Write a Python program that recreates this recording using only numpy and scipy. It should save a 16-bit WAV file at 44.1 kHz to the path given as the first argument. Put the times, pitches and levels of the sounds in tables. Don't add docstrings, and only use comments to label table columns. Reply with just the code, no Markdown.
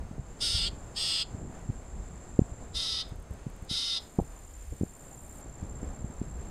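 import sys
import numpy as np
from scipy import signal
from scipy.fft import rfft, irfft
from scipy.io import wavfile

SR = 44100
rng = np.random.default_rng(int(sys.argv[2]) if len(sys.argv) > 2 else 0)


def log_audio(samples):
    frames = np.atleast_2d(samples).T
    limited = np.clip(frames, -1, 1)
    pcm = np.round(limited * 32767).astype(np.int16)
    wavfile.write(sys.argv[1], SR, pcm)


N = 286650
TIME_S = np.arange(N) / SR

# f/Hz, relative level/dB
AIR_SPECTRUM = [(30, 13.5), (400, 1.5), (560, 0.6), (750, 0), (950, -3.5), (1200, -6), (2000, -12),
                (3200, -19.5), (5200, -21.5), (6400, -14.5), (8500, -20), (10000, -26), (12000, -31),
                (15000, -37)]
# f/Hz, width/Hz, depth/dB
NOISE_FILTER_NOTCHES = [(5740, 170, 16), (6900, 70, 9), (15050, 200, 12)]
# t/s, level with chorus/dB, centre pitch f/Hz
CRICKET_CURVE = [(0.05, -73.5, 7400), (0.3, -62, 7330), (0.83, -59.5, 7300), (1.95, -60, 7350),
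                 (2.6, -56.5, 7330), (3.2, -71.5, 7480), (3.55, -66, 7300), (4.15, -59.5, 7180),
                 (5.2, -55.5, 7290), (6.3, -56.5, 7390)]
# peak t/s, half-length/s, level re nearest/dB, rise/dB
CHORUS_SWELL = (1, 2.93, -10, 24)
# f/Hz, relative level/dB
BUZZ_SPECTRUM = [(6500, -19), (8200, 5.5), (9300, 2.5), (10700, -8.5), (12300, -2), (14000, -6),
                 (15000, -7.5), (15700, -24)]
TICK_TIMES_S = [3.0909, 3.1577, 3.1991, 3.2254, 3.3084, 3.3368, 3.4995, 3.5623, 3.6224, 3.6481]
# t/s, rumble level before trim/dB, flutter level/dB
WIND_CURVE = [(0, -41.5, -53), (0.3, -50, -56), (0.6, -38, -49.5), (1.0, -51.5, -55.5), (1.4, -45, -46),
              (1.9, -44.5, -57), (2.55, -45, -52), (2.85, -48, -58), (3.15, -45.5, -59.5),
              (3.7, -48.5, -67.5), (3.9, -57, -68), (4.35, -48, -66.5), (4.7, -45, -92), (5.0, -63, -60),
              (5.35, -49.5, -58), (5.6, -46, -52), (6.0, -39, -48.5), (6.5, -44.5, -53)]
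# f/Hz, relative level/dB
WIND_SPECTRUM = [(7.1, -41), (12, -14), (32, 8), (60, 7.5), (133, -5.5), (310, -16.5), (900, -9),
                 (1170, -55), (1980, -120)]
# t/s, peak level/dB, centre f/Hz
STRONG_EDDIES = [(0.114, -32, 165), (0.182, -33.5, 292), (0.196, -26.5, 89), (0.551, -26.5, 62),
                 (0.733, -32.5, 132), (1.349, -27.5, 148), (1.5, -36, 156), (1.693, -25.5, 140),
                 (1.701, -22, 135), (2.393, -7, 254), (2.419, -17, 133), (2.523, -31.5, 68.6),
                 (3.123, -32.5, 117), (3.311, -34.5, 111), (3.468, -26, 177), (3.628, -32.5, 95),
                 (3.714, -28, 183), (4.189, -13.5, 217), (4.1913, -23.5, 700), (4.194, -23.5, 242),
                 (4.2, -21.5, 468), (4.217, -26, 79), (4.724, -32, 73), (4.813, -19, 220),
                 (4.825, -27, 137), (4.835, -18.5, 244), (5.629, -26, 120), (5.831, -28, 270),
                 (6.046, -26, 168), (6.102, -33.5, 177), (6.217, -21.5, 212)]
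# start t/s, length/s, relative effort/dB, swell/s, pitch f/Hz, pitch sag/share,
# surge/share, beak closing/share, treble brightness/dB
CALLS = [(0.402, 0.29, -28, 0.02, 685.3, 0.04, 0.036, 0.1, -11),
         (0.957, 0.28, -28, 0.046, 661.6, 0.0, 0.011, 0.042, -10.5),
         (2.741, 0.29, -31, 0.0181, 664, 0.092, 0.016, 0.018, -15.5),
         (3.691, 0.3, -30, 0.009, 689.6, 0.024, 0.0081, 0.0078, -16)]
# f/Hz, relative level/dB
THROAT_GAPING = [(900, -23), (1350, -17.5), (2350, -17.5), (2900, -6), (3600, 2), (4100, -6.5), (4600, 3.5),
                 (5250, 0), (5650, -15), (6200, -22), (6800, -31), (8700, -22.5), (10700, -42),
                 (14500, -53)]
# f/Hz, relative level/dB
THROAT_FACING = [(900, -9.5), (1350, -19), (2350, -13.5), (2800, -1.5), (3400, 4), (3900, -4), (4350, 3),
                 (5050, 5.5), (5400, -0.5), (5750, -21), (6450, -21), (6900, -27), (8250, -17.5),
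                 (10200, -38), (14300, -47)]
# f/Hz, relative level/dB
THROAT_ASIDE = [(900, -19), (1350, -23.5), (2450, -22.5), (3100, -10.5), (3700, -0.5), (4100, -4),
                (4550, -10.5), (5050, 0.5), (5800, -16.5), (6450, -19), (6950, -27), (9700, -25),
                (11000, -37), (12200, -41), (15000, -55)]

AIR_MIDDLE_DB = -62
BUZZ_FROM_S, BUZZ_TO_S = 4.0, 5.415
BUZZ_START_DB, BUZZ_SWELL_DB = -65.5, 6
FAINT_BUZZ_DB = -74
WAKE_DB, WAKE_DECAY_S = -43.5, 0.029
SWIRLS_PER_S, SWIRL_OVER_FLUTTER_DB, SWIRL_MEDIAN_HZ = 7, 9.5, 129
START_SOFT_DB, START_FLAT_SHARE = 7, 0.085
DULLING_DB = 6
SURGE_HZ, SURGE_CREST_S = 9.4, 0.044
PUSH_DB = 22
BEAK_HOLD_SHARE = 0.52
LEAD_S, LEAD_DB = 0.016, -17.5
BAND_EDGE_HZ = 15700


def gain_of(db):
    return 10 ** (np.asarray(db) / 20)


def evened(x):
    return x / np.sqrt(np.mean(x ** 2) + 1e-20)


def read(points, hz):
    f, db = np.transpose(points)
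    return np.interp(np.log(hz + 1), np.log(f + 1), db)


def follow(rows, t):
    s, *columns = np.transpose(rows)
    return [np.interp(t, s, c) for c in columns]


def filtered(x, gain):
    return irfft(rfft(x) * gain(np.fft.rfftfreq(len(x), 1 / SR)), len(x))


def below(x, edge_hz, order=8):
    return filtered(x, lambda hz: 1 / (1 + (hz / edge_hz) ** order))


def coloured(x, points):
    return evened(filtered(x, lambda hz: gain_of(read(points, hz))))


def wander(rate_hz, size):
    return evened(below(rng.standard_normal(size), rate_hz, order=4))


def add(mix, start_s, sound):
    part = mix[max(round(start_s * SR), 0):][:len(sound)]
    part += sound[:len(part)]


def air(drift_db=1, gust_share=0.25):
    wash = coloured(rng.standard_normal(N), AIR_SPECTRUM)
    middle = below(wash, 6000) - below(wash, 1000)
    _, gust_db = follow(WIND_CURVE, TIME_S)
    low = below(wash, 1900, order=4)
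    gust_gain = gain_of(gust_share * (gust_db - gust_db.mean()))
    blown = wash - low + low * gust_gain
    level = gain_of(AIR_MIDDLE_DB + drift_db * wander(6.2, N))
    return level * blown / middle.std()


def cricket(chirps_hz=17.2, glide_hz=360):
    level_db, pitch_hz = follow(CRICKET_CURVE, TIME_S)
    peak_s, half_s, others_db, rise_db = CHORUS_SWELL
    swell = np.exp(-((TIME_S - peak_s) / half_s) ** 4)
    others = gain_of(others_db + rise_db * swell)

    strokes = 4 * np.cumsum(chirps_hz * (1 + 0.04 * wander(8, N))) / SR
    within = strokes % 1
    playing = strokes % 4 < 3
    song_hz = pitch_hz + glide_hz * (0.5 - within) + 70 * wander(298, N)
    envelope = np.sin(np.pi * within) ** 2 * playing * gain_of(1.46 * wander(29, N))
    song = envelope * np.sin(2 * np.pi * np.cumsum(song_hz) / SR)

    chorus_hz = pitch_hz + 90 * wander(202, N)
    chorus = wander(310, N) * np.sin(2 * np.pi * np.cumsum(chorus_hz) / SR)
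    mix = (evened(song) + others * evened(chorus)) / np.hypot(1, others)
    return gain_of(level_db) * mix


def katydid(tick_db=-56, strokes_hz=64, tick_s=0.0017, edge_s=0.013):
    scrape = coloured(rng.standard_normal(N), BUZZ_SPECTRUM)
    low = below(scrape, 10200, order=24)
    strokes = evened(1 + 0.85 * np.cos(2 * np.pi * strokes_hz * TIME_S))
    along = np.clip((TIME_S - BUZZ_FROM_S) / (BUZZ_TO_S - BUZZ_FROM_S), 0, 1)
    inside_s = np.minimum(TIME_S - BUZZ_FROM_S, BUZZ_TO_S - TIME_S)
    gate = np.clip(inside_s / edge_s + 0.5, 0, 1)
    level = gate * gain_of(BUZZ_START_DB + BUZZ_SWELL_DB * along ** 2)
    level += (TIME_S > BUZZ_TO_S) * gain_of(FAINT_BUZZ_DB)
    buzz = level * (low + strokes * (scrape - low))
    ticks = sum(np.exp(-abs(TIME_S - s - tick_s) / tick_s) for s in TICK_TIMES_S)
    return buzz + scrape * gain_of(tick_db) * ticks


def noise_filter(x):
    def gain(hz):
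        return gain_of(-sum(db * np.exp(-((hz - f) / width) ** 2) for f, width, db in NOISE_FILTER_NOTCHES))
    return filtered(x, gain)


def wind(rumble_trim_db=-0.6, lumpy_db=3):
    rumble_db, flutter_db = follow(WIND_CURVE, TIME_S)
    flow = coloured(rng.standard_normal(N), WIND_SPECTRUM) * gain_of(lumpy_db * wander(7.2, N))
    rumble = below(flow, 106.5, order=6)
    flutter = below(flow - rumble, 425, order=5)
    wakes = [(TIME_S > s) * np.exp(-abs(TIME_S - s) / WAKE_DECAY_S) for s, _, _ in STRONG_EDDIES]
    wake = gain_of(WAKE_DB) * np.max(wakes, axis=0)
    flutter_gain = np.hypot(gain_of(flutter_db), wake)
    return gain_of(rumble_db + rumble_trim_db) * evened(rumble) + flutter_gain * evened(flutter)


def eddies(reach=0.29, spread_db=3, spread_octaves=0.74):
    out = np.zeros(N)
    t = np.arange(-SR // 25, SR // 25) / SR
    times_s = TIME_S[rng.random(N) < SWIRLS_PER_S / SR]
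    strength, speed = rng.standard_normal((len(times_s), 2)).T
    _, flutter_db = follow(WIND_CURVE, times_s)
    swirl_db = flutter_db + SWIRL_OVER_FLUTTER_DB + spread_db * strength
    swirl_hz = SWIRL_MEDIAN_HZ * 2 ** (spread_octaves * speed)
    for s, db, hz in [*STRONG_EDDIES, *zip(times_s, swirl_db, swirl_hz)]:
        u = t * hz / reach
        push = -u / (1 + u ** 2 / 3) ** 4
        add(out, s + t[0], gain_of(db) * push / push.max())
    return out


def port(x, ring_hz=770, width_hz=130, lift=1.43, edge_hz=1200):
    b, a = signal.iirpeak(ring_hz, ring_hz / width_hz, fs=SR)
    return below(x + lift * signal.lfilter(b, a, x), edge_hz, order=8)


def syrinx(pitch_hz, ratio=1.335, pull=0.29, throb=0.22, quaver=0.0133, jitter=0.0156,
           beat_jitter=0.06, hiss=0.3, shimmer_db=1.0):
    size = len(pitch_hz)
    unsteady = 1 + quaver * wander(41.7, size) + jitter * wander(228, size)
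    phase = 2 * np.pi * np.cumsum(pitch_hz * unsteady) / SR
    beat_hz = (ratio - 1) * pitch_hz * (1 + beat_jitter * wander(215, size))
    beat = 2 * np.pi * np.cumsum(beat_hz) / SR
    pulled = phase + pull * np.sin(beat)
    pulses = evened(sum(np.cos(k * pulled) for k in range(2, 24)))
    breath = (1 + 0.81 * np.cos(pulled)) * rng.standard_normal(size)
    strength = (1 + throb * np.cos(beat)) * gain_of(shimmer_db * wander(370, size))
    return (pulses + hiss * breath) * strength, phase


def through_throat(pulses, throat, opening_at, t):
    hz, at_s, z = signal.stft(pulses, SR, nperseg=512, noverlap=384)
    opening = np.interp(at_s, t - t[0], opening_at)
    both_sides_hz = np.r_[hz, hz[-2:0:-1]][:, None]
    log_gain = np.log(gain_of(read(throat, both_sides_hz / opening)))
    z = z * np.exp(signal.hilbert(log_gain, axis=0).conj())[:len(hz)]
    return signal.istft(z, SR, nperseg=512, noverlap=384)[1][:len(t)]


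def rasp(start_s, length_s, effort_db, swell_s, top_hz, sag, surge, closing, treble_db, throat,
         tremble=0.0044, attack_s=0.011, release_s=0.017, waver=0.0069, flutter_db=0.17,
         second_db=-27.0, third_db=-22.0):
    t = np.arange(-LEAD_S, length_s, 1 / SR)
    late = t / length_s - 0.5
    slack = np.exp(-np.maximum(t, 0) / swell_s)
    push = surge * np.cos(2 * np.pi * SURGE_HZ * (t - SURGE_CREST_S)) - sag * late
    level_db = effort_db - START_SOFT_DB * slack + PUSH_DB * push + flutter_db * wander(20, len(t))
    pitch_hz = top_hz * (1 - START_FLAT_SHARE * slack + push + waver * wander(21.5, len(t)))
    shut = np.maximum(t / length_s - BEAK_HOLD_SHARE, 0) / (1 - BEAK_HOLD_SHARE)
    beak = 1 - closing * (shut - shut.mean())
    bright_db = treble_db - DULLING_DB * late
    envelope = np.interp(t, [-LEAD_S, 0, attack_s, length_s - release_s, length_s],
                         [0, gain_of(LEAD_DB), 1, 1, 0])

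    pulses, phase = syrinx(pitch_hz)
    opening = beak * (1 + tremble * wander(27, len(t)))
    voice = through_throat(pulses, throat, opening, t)
    body = below(voice, 6280, order=24)
    clean = gain_of(second_db) * np.sin(2 * phase) + gain_of(third_db) * np.sin(3 * phase)
    voice = evened(body) + gain_of(bright_db) * evened(voice - body) + clean
    return start_s + t[0], gain_of(level_db) * envelope * voice


def foliage(x, far_db, near_db=-6, near_t60_s=0.04, far_t60_s=0.26):
    t = TIME_S[:SR // 2]
    near, far = rng.standard_normal((2, len(t))) * (t > 0.001)
    near = near * gain_of(-60 * t / near_t60_s)
    far = below(far, 5900, order=4) * gain_of(-60 * t / far_t60_s)
    echoes = gain_of(near_db) * near / np.linalg.norm(near) + gain_of(far_db) * far / np.linalg.norm(far)
    return x + signal.fftconvolve(x, echoes)[:N]


def shrike(trim_db=-3.5, front_echo_db=-23, aside_echo_db=-15.0):
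    front, aside = np.zeros((2, N))
    throats = [THROAT_GAPING, THROAT_FACING, THROAT_ASIDE, THROAT_ASIDE]
    for call, throat, toward in zip(CALLS, throats, [front, front, aside, aside]):
        add(toward, *rasp(*call, throat))
    return gain_of(trim_db) * (foliage(front, front_echo_db) + foliage(aside, aside_echo_db))


def scene():
    background = noise_filter(air() + cricket() + katydid())
    blown = port(wind() + eddies())
    return (shrike() + blown + background)[None]


def record(dry):
    taps = signal.firwin(511, BAND_EDGE_HZ, window=("kaiser", 9), fs=SR)
    return signal.oaconvolve(dry, taps[None], "same")


dry = scene()
out = record(dry)
log_audio(out)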